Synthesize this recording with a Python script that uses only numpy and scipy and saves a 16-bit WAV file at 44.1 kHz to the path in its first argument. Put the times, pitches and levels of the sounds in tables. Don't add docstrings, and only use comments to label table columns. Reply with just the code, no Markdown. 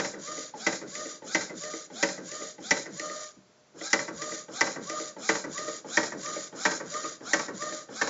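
import sys
import numpy as np
from scipy import signal
from scipy.fft import rfft, irfft, next_fast_len
from scipy.io import wavfile
from scipy.ndimage import uniform_filter1d

SR = 44100
rng = np.random.default_rng(int(sys.argv[2]) if len(sys.argv) > 2 else 0)


def transcribe(signal):
    frames = np.atleast_2d(signal).T
    limited = np.clip(frames, -1, 1)
    pcm = np.round(limited * 32767).astype(np.int16)
    wavfile.write(sys.argv[1], SR, pcm)


N = 356769
TIME = np.arange(N) / SR

# knock_s, knock_db, carriage_ring_hz,
# crack_db (relative to the knock), chirp_db, brake_db, catch_db; each sound adds its own gain
CYCLES = [(-.0135, -8, 1990, -18, -38, -34, -31.5), (.665, -8, 2000, -15, -32, -33.5, -25.5),
          (1.347, -8.5, 1990, -13, -39, -32, -27), (2.0274, -7, 1990, -5.5, -43.5, -32, -27),
          (2.708, -6, 1971, -8, -44.5, -31.5, -21.5), (3.9302, -6.5, 1976, -2.5, -61, -27, -20),
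          (4.609, -8, 1960, -4, -47, -30, -21.5), (5.2903, -7, 1970, -9, -41.5, -29.5, -23),
          (5.971, -7.5, 1868, -7, -44, -29, -24.5), (6.6519, -7.5, 1876, -14, -46, -30, -25.5),
          (7.3329, -9, 1890, -3.5, -54, -30, -24.5), (8.0135, -11, 1744, -23, -51, -28.5, -26)]
# pitch_hz, level_db, t60_s
CASING_MODES = [(192.7, -13, 0.25), (266.4, -13, 0.21), (319, -5.5, 0.11), (451.5, -8.5, 0.17),
                (559.8, -7.5, 0.19), (605.2, -10.5, 0.23), (781, -13, .14), (893.3, -10, 0.15),
                (949, -13, 0.14), (1136, -13.5, 0.16), (1210, -18, 0.16), (1355, -19, 0.086),
                (1512, -10, 0.085), (1554, -9, 0.17), (2160, -14, 0.095), (2330, -12, 0.086),
                (3227, -18.5, 0.033), (5730, -11, 0.035)]
# pitch_ratio (to carriage_ring_hz), level_db, t60_s
CARRIAGE_MODES = [(0.936, -5.5, 0.069), (0.976, -3, 0.038), (1.015, 1.5, 0.034)]
# pitch_hz, level_db, t60_s
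MODE_WASH = [(50, -32, 0.16), (90, -37.5, 0.19), (131, -26.5, .22), (206, -19.5, 0.12), (500, -16.5, 0.22),
             (1120, -15, 0.24), (1800, -3.5, 0.061), (2900, -16, 0.11), (4600, -14, 0.088),
             (6490, -4.5, 0.044), (7500, -7.5, 0.031)]
COLOUR_HZ = [170, 350, 600, 1100, 2000, 3500, 6500]
KNOCK_COLOUR = [0, 0, 0, 0, 0, 0, 0]
REBOUND_COLOUR = [4.5, -0.5, 2.3, 3, -2.8, 1.5, 2]
BRAKE_COLOUR = [6, 6, -1, 7.5, -2, -17, 1]
CATCH_COLOUR = [-10.5, 6, -2.5, -18, -0.5, 0, 3.5]
BUMP_COLOUR = [-0.5, 12, 7.5, -20, -2.5, -4.5, -10]
SWAY_COLOUR = [10.5, -5, -25.5, -32, -54, -45, -39]
FEED_COLOUR = [10, 6.5, 2, -1.5, -12.5, -0.5, -24.5]
# pitch_ratio (to the tooth rate), level_db
OUT_PARTIALS = [(1, -8), (1.65, -9), (2, -5.5), (4.65, -8.5), (5, -7), (5.35, -9.5), (5.999, -7.5)]
BACK_PARTIALS = [(1, -6), (2, -2), (3, -11), (5, -20), (7, -19.5)]
# pitch_hz, level_db
RAIL_SPECTRUM = [(300, -19.5), (800, -14.5), (1300, -0.5), (1900, 1), (2300, -2.5), (2750, -9.5),
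                 (3500, 0.5), (4400, 1), (5000, 3), (5700, 5.5), (6300, 4.5), (7000, 9), (7800, 3.5)]
# pitch_hz, level_db
DRIVE_SPECTRUM = [(30, -24.5), (85, -34), (125, -11), (180, -0.5), (230, -5), (310, 0.5), (385, -2.5),
                  (450, -0.5), (580, -1), (720, -13.5), (950, -20), (1500, -12), (2600, -35)]
# time_s, lift_db
NEARNESS = [(0, 1), (1.3, 0.5), (3, -0.5), (4.4, 1.5), (6.4, 2.7), (8.1, 0)]
# time_s, cavity_lift_db
OPENING = [(0, -0.5), (1.5, -4), (3, -6), (4, 0.5), (5, 2.5), (6, 2), (7, 3.5), (8.1, 4)]
# pitch_hz, level_db
IDLE_SPECTRUM = [(18, -56), (30, -28.5), (71, -17.5), (174, -4.5), (282, -9.5), (408, -5.5), (551, -11),
                 (605, -8), (816, -13.5), (1390, -14.5), (2910, -22.5), (5680, -20.5), (7500, -20.5),
                 (9750, -53.5), (16500, -120)]
# pitch_hz, gain_db
TREBLE_ROLLOFF = [(30, -3.5), (7200, -0.5), (7500, -7), (7750, -27.5), (8000, -36), (8500, -24), (9500, -41.5),
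                  (11500, -49)]

SET_OFF_S, FEED_S = .134, .127
REBOUND_S, BRAKE_S, TURN_S, SWAY_S = .0595, .149, .186, .206
CATCH_S, BUMP_S, HOME_S = .288, .389, 0.54
REBOUND_EVENT_DB, BUMP_EVENT_DB, FEED_EVENT_DB = -18.5, -29, -35.5
PARK_S, SETTLE_S, WAKE_S, UNPARK_S = 3.335, 3.365, 3.742, 3.811
SETTLE_EVENT_DB, WAKE_EVENT_DB, UNPARK_EVENT_DB = -32.5, -59, -29
OUT_TOOTH_HZ, BACK_TOOTH_HZ = 806.6, 611
OUT_ROUGH, BACK_ROUGH = .45, .27
OUT_FADE_DB, BACK_FADE_DB, PARK_FADE_DB = -19, -19.5, -14.5
NOTCH_LOW_HZ, NOTCH_HIGH_HZ = 2240, 3200
CAVITY_DB = -6
HUM_HZ, HUM_DB, IDLE_DB = 604, -71, -61
TOP_HZ = 11500


def blows(events, colour_db, gain_db, contact_s, build_cycles=1.54, scatter_db=2.5, wash_db=-1.0):
    t = np.arange(int(.3 * SR)) / SR
    times, levels_db = np.transpose(events)[:2]
    knock_s, _, ring_hz, *_ = np.transpose(CYCLES)
    wash_hz, wash_level, wash_t60 = np.transpose(MODE_WASH)

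    def envelope(hz, t60):
        rise = 1 - np.exp(-(t * hz / build_cycles) ** 2)
        decay = np.exp(-np.log(1000) * np.maximum(t - contact_s, 0) / t60)
        return undb(on_log_axis(hz, COLOUR_HZ, colour_db)) * rise * decay

    sounds = np.zeros((len(times), len(t)))
    for hz in 45 * 2 ** (np.arange(16) / 2):
        noise = band(rng.standard_normal(sounds.size), hz / 2 ** (1 / 4), hz * 2 ** (1 / 4))
        noise = unit(noise).reshape(sounds.shape)
        level = undb(on_log_axis(hz, wash_hz, wash_level) + wash_db)
        sounds += noise * level * envelope(hz, on_log_axis(hz, wash_hz, wash_t60))
    ring = np.interp(times, knock_s, ring_hz)[:, None]
    carriage_modes = [(ratio * ring, db, t60) for ratio, db, t60 in CARRIAGE_MODES]
    for hz, mode_db, t60 in CASING_MODES + carriage_modes:
        size, detune, phase = rng.standard_normal((len(times), 3)).T[:, :, None]
        tone = np.sin(2 * np.pi * (hz * (1 + 0.0053 * detune) * t + phase))
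        sounds += undb(mode_db + scatter_db * size) * envelope(np.mean(hz), t60) * tone
    out = np.zeros(N)
    for s, db, sound in zip(times, levels_db, sounds):
        add(out, s, undb(db + gain_db) * sound)
    return out


def cracks(events, gain_db, decay_s, body_db, bounce_s=0.0053, bounce_db=-6):
    t = np.arange(int(.04 * SR)) / SR
    out = np.zeros(N)
    for s, db in events:
        for lag, drop_db in ((0, 0), (bounce_s, bounce_db)):
            burst = np.exp(-t / decay_s) * rng.standard_normal(len(t))
            add(out, s + lag, undb(db + drop_db + gain_db) * burst)
    return 2 * band(out, 5000, 7300) + 2 * undb(body_db) * band(out, 1700, 2400)


def clatter(events):
    knocks = blows(events["knocks"], KNOCK_COLOUR, gain_db=-14.0, contact_s=0.0092)
    knocks += cracks(events["edges"], gain_db=-0.5, decay_s=0.0016, body_db=-4.5)
    rebounds = blows(events["rebounds"], REBOUND_COLOUR, gain_db=-15.5, contact_s=0.0077)
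    brakes = blows(events["brakes"], BRAKE_COLOUR, gain_db=-11.5, contact_s=0.011)
    catches = blows(events["catches"], CATCH_COLOUR, gain_db=-15.0, contact_s=0.0047)
    catches += cracks(events["catches"], gain_db=-4.0, decay_s=0.003, body_db=0.5, bounce_db=-15.5)
    bumps = blows(events["bumps"], BUMP_COLOUR, gain_db=-11.0, contact_s=0.0046)
    sways = blows(events["sways"], SWAY_COLOUR, gain_db=-10.0, contact_s=0.0085)
    feeds = blows(events["feeds"], FEED_COLOUR, gain_db=-10.5, contact_s=0.0083)
    return knocks + rebounds + brakes + catches + bumps + sways + feeds


def carriage():
    knock_s = np.transpose(CYCLES)[0]
    set_off, turn, home = knock_s - SET_OFF_S, knock_s + TURN_S, knock_s + HOME_S
    waking = first_after_pause()
    set_off[waking], home[waking - 1] = WAKE_S, PARK_S
    parking = (TIME >= turn[waking - 1]) & (TIME < PARK_S)
    out = strokes(list(zip(set_off, turn)), OUT_TOOTH_HZ, OUT_PARTIALS, OUT_ROUGH,
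                  speed_up_s=.14, slow_down_s=.06, launch=.55,
                  whine_db=-35.0, whine_power=4.0, whine_fade_db=OUT_FADE_DB,
                  rail_db=-35.0, hiss_attack_s=0.13, hiss_release_s=.11, hiss_power=2.35)
    back = strokes(list(zip(turn, home)), BACK_TOOTH_HZ, BACK_PARTIALS, BACK_ROUGH,
                   speed_up_s=.14, slow_down_s=.04, launch=.35,
                   whine_db=-31.0, whine_power=17,
                   whine_fade_db=np.where(parking, PARK_FADE_DB, BACK_FADE_DB),
                   rail_db=-37.0, hiss_attack_s=0.11, hiss_release_s=0.12, hiss_power=1.4)
    return out + back


def strokes(spans, tooth_hz, partials, rough, speed_up_s, slow_down_s, launch, whine_db, whine_power,
            whine_fade_db, rail_db, hiss_attack_s, hiss_release_s, hiss_power, creep_db=-25):
    speed = ramps(spans, speed_up_s, slow_down_s) ** launch
    travel = np.zeros(N)
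    for start, end in spans:
        travel += np.where((TIME >= start) & (TIME < end), (TIME - start) / (end - start), 0)
    sliding = ramps(spans, hiss_attack_s, hiss_release_s) ** hiss_power + undb(creep_db) * speed
    whine_level = np.sqrt(sliding) * speed ** whine_power * undb(whine_db + whine_fade_db * travel)
    whine = whine_level * belt_whine(tooth_hz * speed, partials, rough)
    whine = whine - band(whine, NOTCH_LOW_HZ, NOTCH_HIGH_HZ, order=1)
    return whine + undb(rail_db + nearness_db(TIME)) * sliding * rail_hiss(travel)


def rail_hiss(travel, grain_db=1.5, echo=0.23, near_s=.0004, far_s=0.001896, cavity_s=0.0036):
    rub = rng.standard_normal(N) * undb(grain_db * walk(900) + 1.3 * walk(70))
    echo_delay_s = near_s + (far_s - near_s) * travel
    rub = rub + echo * np.interp(TIME - echo_delay_s, TIME, rub)
    t = np.arange(int(.025 * SR)) / SR
    cavity = rng.standard_normal(len(t)) * np.exp(-t / cavity_s)
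    rub = rub + undb(CAVITY_DB) * signal.fftconvolve(rub, cavity / np.linalg.norm(cavity))[:N]
    return unit(colour(rub, RAIL_SPECTRUM))


def belt_whine(tooth_hz, partials, rough, flutter=0.00705, waver_db=3.0):
    phase = 2 * np.pi * np.cumsum(tooth_hz * (1 + flutter * walk(150))) / SR
    out = np.zeros(N)
    for ratio, db in partials:
        level = np.sqrt(2 / (1 + 2 * rough ** 2)) * undb(db + waver_db * walk(45))
        smear = 1 + rough * (walk(330) + 1j * walk(330))
        out += level * np.imag(smear * np.exp(1j * ratio * phase))
    return out


def feed_motor(events):
    chirps = run_down(events["chirps"], start_hz=880, end_hz=765, glide_s=0.028, decay_s=0.027, gain_db=-1)
    gears = run_down(events["feeds"], start_hz=634.0, end_hz=215.0, glide_s=0.019, decay_s=0.1, gain_db=-10)
    return chirps + gears


def braking_motor(events):
    return run_down(events["brakes"], start_hz=726.6, end_hz=135.1, glide_s=.034, decay_s=.1, gain_db=-10.0)


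def run_down(events, start_hz, end_hz, glide_s, decay_s, gain_db, lumpy_db=3):
    t = np.arange(int(.16 * SR)) / SR
    out = np.zeros(N)
    for s, db in events:
        hz = end_hz + (start_hz - end_hz) * np.exp(-t / glide_s)
        hz = hz * (1 + 0.023 * rng.standard_normal())
        swell = (1 - np.exp(-t / 0.0019)) * np.exp(-(t / decay_s) ** 2)
        add(out, s, undb(db + gain_db) * swell * np.sin(2 * np.pi * np.cumsum(hz) / SR))
    return out * undb(lumpy_db * walk(110))


def drive_rumble(events):
    shaking = (shudder(events["feeds"], level_db=-43, attack_s=.02, decay_s=0.086)
               + shudder(events["knocks"], level_db=-37, attack_s=0.025, decay_s=0.11)
               + shudder(events["brakes"], level_db=-40.5, attack_s=0.01, decay_s=0.089)
               + shudder(events["catches"], level_db=-45, attack_s=0.0077, decay_s=0.19))
    return shaking * undb(nearness_db(TIME)) * unit(colour(rng.standard_normal(N), DRIVE_SPECTRUM))


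def shudder(events, level_db, attack_s, decay_s):
    t = np.arange(int(.4 * SR)) / SR
    out = np.zeros(N)
    for s, _ in events:
        add(out, s, undb(level_db) * (1 - np.exp(-t / attack_s)) * np.exp(-(t / decay_s) ** 2))
    return out


def room(x, t60_s=0.4, wet_db=-13):
    t = np.arange(int(.4 * SR)) / SR
    tail = rng.standard_normal(len(t)) * np.exp(-np.log(1000) * t / t60_s) * (1 - np.exp(-t / 0.0034))
    return x + undb(wet_db) * signal.fftconvolve(x, tail / np.linalg.norm(tail))[:N]


def idle():
    hum = np.sqrt(2) * np.sin(2 * np.pi * np.cumsum(HUM_HZ * (1 + .004 * walk(22))) / SR)
    noise = unit(colour(rng.standard_normal(N), IDLE_SPECTRUM))
    return undb(IDLE_DB) * noise + undb(HUM_DB + 1.5 * walk(9.6)) * hum


def timetable():
    knock_s, knock_db, _, crack_db, chirp_db, brake_db, catch_db = np.transpose(CYCLES)
    near_db = nearness_db(knock_s)
    feeds = paper_steps(FEED_EVENT_DB)
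    feeds[first_after_pause(), 1] = WAKE_EVENT_DB
    bumps = each_cycle(BUMP_S, BUMP_EVENT_DB + near_db)
    return dict(feeds=feeds, chirps=paper_steps(chirp_db),
                knocks=each_cycle(0, knock_db), edges=each_cycle(0, knock_db + crack_db),
                rebounds=each_cycle(REBOUND_S, REBOUND_EVENT_DB + near_db),
                brakes=each_cycle(BRAKE_S, brake_db),
                sways=np.vstack([each_cycle(SWAY_S, brake_db), (SETTLE_S, SETTLE_EVENT_DB)]),
                catches=each_cycle(CATCH_S, catch_db),
                bumps=np.vstack([bumps, (UNPARK_S, UNPARK_EVENT_DB)]))


def each_cycle(delay_s, level_db):
    times = np.transpose(CYCLES)[0] + delay_s
    return np.column_stack([times, level_db + np.zeros(len(times))])


def paper_steps(level_db):
    steps = each_cycle(-FEED_S, level_db)
    steps[first_after_pause(), 0] = WAKE_S
    return steps


def first_after_pause():
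    return np.searchsorted(np.transpose(CYCLES)[0], WAKE_S)


def nearness_db(s):
    return np.interp(s, *np.transpose(NEARNESS))


def ramps(spans, rise_s, fall_s):
    out = np.zeros(N)
    for start, end in spans:
        ramp = np.minimum((TIME - start) / rise_s, (end - TIME) / fall_s)
        out += np.sin(np.pi / 2 * np.clip(ramp, 0, 1))
    return out


def walk(rate):
    size = max(int(SR / rate), 1)
    steps = np.repeat(rng.standard_normal(N // size + 1), size)
    return unit(uniform_filter1d(steps, size)[:N])


def add(track, s, sound):
    start = int(s * SR)
    sound, start = sound[max(-start, 0):], max(start, 0)
    track[start:start + len(sound)] += sound[:max(N - start, 0)]


def band(x, low_hz, high_hz, order=2):
    return signal.sosfilt(signal.butter(order, [low_hz, high_hz], "band", fs=SR, output="sos"), x)


def colour(x, points):
    size = next_fast_len(len(x) + 4096)
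    hz = np.fft.rfftfreq(size, 1 / SR)
    gain = undb(on_log_axis(hz, *np.transpose(points)))
    return irfft(rfft(x, size) * gain, size)[:len(x)]


def on_log_axis(hz, points_hz, values):
    return np.interp(np.log(np.maximum(hz, 1)), np.log(points_hz), values)


def unit(x):
    return x / np.sqrt(np.mean(x ** 2))


def undb(db):
    return 10 ** (np.asarray(db) / 20)


def scene():
    events = timetable()
    printer = clatter(events) + carriage() + feed_motor(events) + braking_motor(events) + drive_rumble(events)
    lift = undb(np.interp(TIME, *np.transpose(OPENING))) - 1
    printer = printer + lift * band(printer, 830, 1400, order=1)
    return (room(printer) + idle())[None]


def record(dry):
    heard = colour(dry[0], TREBLE_ROLLOFF)
    return signal.sosfilt(signal.ellip(8, .2, 60, TOP_HZ, fs=SR, output="sos"), heard)[None]


dry = scene()
out = record(dry)
transcribe(out)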